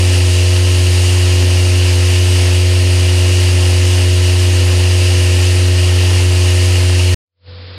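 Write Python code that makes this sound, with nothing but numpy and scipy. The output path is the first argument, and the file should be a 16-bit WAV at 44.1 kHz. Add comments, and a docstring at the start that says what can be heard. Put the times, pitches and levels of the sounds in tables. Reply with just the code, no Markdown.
"""A strong, steady hum: a lobe blower, sounding multiples of its shaft speed, sucks pellets through a hose.
Turbulent air roars in the intake and draws a hollow note from the hose mouth. Pellets rattle in the steel
nozzle, fizz as they slide on each other and now and then strike hard. The sound stops dead; after a short
silence the same machine fades in, farther off and duller. Both channels carry the same signal."""
import sys
import numpy as np
from scipy import signal
from scipy.fft import rfft, irfft, next_fast_len
from scipy.io import wavfile
from scipy.ndimage import uniform_filter1d, map_coordinates

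SR = 44100
rng = np.random.default_rng(int(sys.argv[2]) if len(sys.argv) > 2 else 0)


def bounce(signal):
    """Save signal as a 16-bit WAV file at the path given by the first command-line argument."""
    frames = np.transpose(np.atleast_2d(signal))
    limited = np.clip(frames, -1, 1)
    pcm = np.round(limited * 32767).astype(np.int16)
    wavfile.write(sys.argv[1], SR, pcm)


N = 343083
TIME = np.arange(N) / SR
NEAR_END_S = 7.1452


def amp(db):
    return 10 ** (np.asarray(db) / 20)


def unit_rms(x):
    return x / np.sqrt(np.mean(x ** 2) + 1e-20)


def wobble(per_s):
    """A smooth random curve with per_s knots a second."""
    knots = rng.standard_normal(int(N * per_s / SR) + 4)
    return map_coordinates(knots, [TIME * per_s])


def filtered(x, response):
    """x through a complex frequency response."""
    size = next_fast_len(N + SR // 2)
    return irfft(rfft(x, size) * response(np.fft.rfftfreq(size, 1 / SR)), size)[..., :N]


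def coloured(x, spectrum):
    """x through an EQ curve of (Hz, dB) points on a log frequency axis, brought to rms 1."""
    points_hz, db = np.transpose(spectrum)
    return unit_rms(filtered(x, lambda hz: amp(np.interp(np.log(hz + 1), np.log(points_hz + 1), db))))


def resonance(hz, centre, width):
    """The band-pass response of one resonance."""
    return 1j * hz * width / (centre ** 2 - hz ** 2 + 1j * hz * width)


def patchy_noise(depth_db):
    """White noise whose level flickers in small patches of time and frequency."""
    spectrogram = signal.stft(rng.standard_normal(N), nperseg=512)[2]
    patches = uniform_filter1d(rng.standard_normal(spectrogram.shape), size=8, axis=0)
    patches = unit_rms(uniform_filter1d(patches, size=10, axis=1))
    return unit_rms(signal.istft(spectrogram * amp(depth_db * patches), nperseg=512)[1][:N])


def impacts(per_s, spread_db):
    """Random pellet clicks of scattered strength."""
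    hits = rng.random(N) < per_s / SR
    polarity = rng.choice([-1, 1], size=N)
    return unit_rms(hits * polarity * amp(spread_db * rng.standard_normal(N)))


# The dull tone of the distant roar. Each row: frequency in Hz, relative level in dB.
FAR_ROAR_EQ = [(20, -20), (60, -2), (200, -0.5), (600, -5.5), (1500, -5.5), (3000, -5.5), (4200, -1.5),
               (5000, -5.5), (5400, -13), (5700, -50), (6000, -120)]

def far_machine(fade_end_s=7.49, fade_db_per_s=310, swell_db_per_s=16):
    """The same machine from across the hall, without treble: it fades in, then its roar swells."""
    since_fade = TIME - fade_end_s
    roar_db = -42 + swell_db_per_s * np.maximum(since_fade, 0)
    roar = amp(roar_db) * coloured(patchy_noise(depth_db=.5), FAR_ROAR_EQ)
    fade_in = amp(fade_db_per_s * np.minimum(since_fade, 0))
    return fade_in * (blower(far=True, whine_db=-47, waver_db=-72) + roar)


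def hose_mouth(centre_hz=1850, width_hz=160, growth_db_per_s=1.1):
    """Air across the hose mouth sounds one broad, hollow note that slowly grows."""
    note = filtered(patchy_noise(depth_db=1.5), lambda hz: resonance(hz, centre_hz, width_hz) ** 2)
    return amp(-46 + growth_db_per_s * TIME) * unit_rms(note)


# The low roar of the intake air. Each row: frequency in Hz, relative level in dB.
INTAKE_EQ = [(20, -28.5), (40, -7.5), (60, 0.5), (120, 1), (165, -4), (215, -3.5), (245, -1.5), (395, -3),
             (470, -2), (560, -2), (770, -5.5), (860, -3), (930, -6.5), (1150, -12.5), (2200, -38)]

def intake():
    """Turbulent air roars at the mouth of the hose."""
    return amp(-30.5 + .84 * wobble(5)) * coloured(patchy_noise(depth_db=1.28), INTAKE_EQ)


# The ringing modes of the steel nozzle. Each row: frequency in Hz, width in Hz, boost in dB.
NOZZLE_MODES = [(2880, 150, 2.5), (1840, 120, 0.5), (2570, 150, 0.5), (4870, 370, 1)]

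def nozzle_ring(hz):
    """The nozzle's response: each mode adds a gentle peak."""
    return 1 + sum((amp(db) - 1) * resonance(hz, centre, width) for centre, width, db in NOZZLE_MODES)


# Hard hits that stand out of the rattle. Each row: start in seconds, peak level in dB.
STRIKES = [(1.265, -9.5), (1.4257, -5.5), (1.5728, -9), (3.8541, -9), (3.9818, -10.5), (4.7027, -12),
           (6.7565, -9), (6.8977, -9.5)]

def pellet_strikes(ring_s=.006):
    """A hard pellet on the steel sets the nozzle's modes ringing for an instant."""
    out, t = np.zeros(N), np.arange(400) / SR
    for start_s, peak_db in STRIKES:
        modes = sum(rng.uniform(.5, 1) * np.sin(2 * np.pi * hz * t) for hz, _, _ in NOZZLE_MODES)
        ping = modes * amp(-60 * t / ring_s)
        out[round(start_s * SR):][:len(t)] += amp(peak_db) * ping / np.abs(ping).max()
    return out


# The thickness of the pellet stream. 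Each row: time in seconds, flow in dB about its usual level.
PELLET_FLOW = [(0, 1), (.6, 0), (1.1, 1.5), (1.3, 0), (1.8, -.5), (2.4, 1), (2.65, -1.5), (3.1, .5),
               (3.95, 0), (4.9, -.5), (5.45, 1), (5.7, -1.5), (6.2, 0), (7.14, 0)]
# The clatter of pellets in the nozzle. Each row: frequency in Hz, relative level in dB.
RATTLE_EQ = [(590, -35), (1000, -12), (1060, -7.5), (1160, -21), (1290, -9), (1440, -13.5), (1810, -7),
             (2170, -7), (2830, 0), (3240, -6), (3610, -8.5), (4710, -5), (6500, -17), (8450, -40.5),
             (14300, -120)]
# The bright fizz of pellets sliding on pellets. Each row: frequency in Hz, relative level in dB.
FIZZ_EQ = [(3240, -26.5), (5500, -3), (6830, -1.5), (7580, -5), (8450, -1), (9020, -2.5), (10500, -6.5),
           (11700, -14.5), (12900, -15.5), (15500, -34.5)]

def pellet_stream(rattle_db=-22.8, fizz_db=-28):
    """Dense impacts ring the nozzle; each surge of pellets lifts rattle and fizz together."""
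    flow_db = np.interp(TIME, *np.transpose(PELLET_FLOW))
    surge_db = .4 * wobble(14)
    knocks = patchy_noise(depth_db=.87) + .4 * impacts(per_s=1000, spread_db=2.5)
    rattle = unit_rms(filtered(coloured(knocks, RATTLE_EQ), nozzle_ring))
    rattle *= amp(rattle_db + .4 * flow_db + surge_db)  # swings less than the fizz
    sliding = patchy_noise(depth_db=1.1) + .45 * impacts(per_s=2500, spread_db=3)
    fizz = amp(fizz_db + flow_db + surge_db) * coloured(sliding, FIZZ_EQ)
    return rattle + fizz


# The partials of the hum, from lowest to highest pitch.
# Each row: multiple of the shaft speed, rms level at the nozzle in dB, rms level from afar in dB.
SHAFT_ORDERS = [(2, -10, -32.5), (3, -46.5, -63), (4, -42, -58), (6, -32, -60), (7, -46.5, -62),
                (8, -26.5, -64), (9, -53, -69), (10, -42.5, -55), (12, -44.5, -56), (13, -49.5, -65),
                (14, -38.5, -57), (15, -50, -68)]

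def blower(far, whine_db, waver_db, shaft_hz=45.09, whine_hz=497.2):
    """The lobes hum in partials locked to one steady shaft speed; a faint whine drifts on its own."""
    t = TIME - NEAR_END_S  # the near sound ends as the main partial crosses zero
    shaft_angle = 2 * np.pi * shaft_hz * t + .01 * wobble(.4)
    partials = [(order, far_db if far else near_db) for order, near_db, far_db in SHAFT_ORDERS]
    main_order, main_db = partials[0]
    hum = amp(main_db) * np.sin(main_order * shaft_angle)
    for order, db in partials[1:]:
        level = amp(db) + amp(waver_db) * wobble(4)  # the weak partials waver most
        hum += level * np.sin(order * shaft_angle + rng.uniform(0, 2 * np.pi))
    whine = np.sin(2 * np.pi * whine_hz * t + .65 * wobble(2))
    whine *= amp(whine_db + 1.2 * wobble(4))
    return np.sqrt(2) * (hum + whine)


def scene():
    """The scene changes within a millisecond: the near sound breaks off, then the far machine fades in."""
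    hum = blower(far=False, whine_db=-36, waver_db=-57)
    near = hum + intake() + pellet_stream() + pellet_strikes() + hose_mouth()
    gate = np.clip((NEAR_END_S - TIME) / .0008, 0, 1)
    return np.tile(near * gate + far_machine(), (2, 1))


def record(dry):
    """A steep low-pass takes off the very top of the treble."""
    top_hz, slope_width_hz = 15720, 120
    return filtered(dry, lambda hz: np.clip((top_hz - hz) / slope_width_hz, 0, 1))


dry = scene()
out = record(dry)
bounce(out)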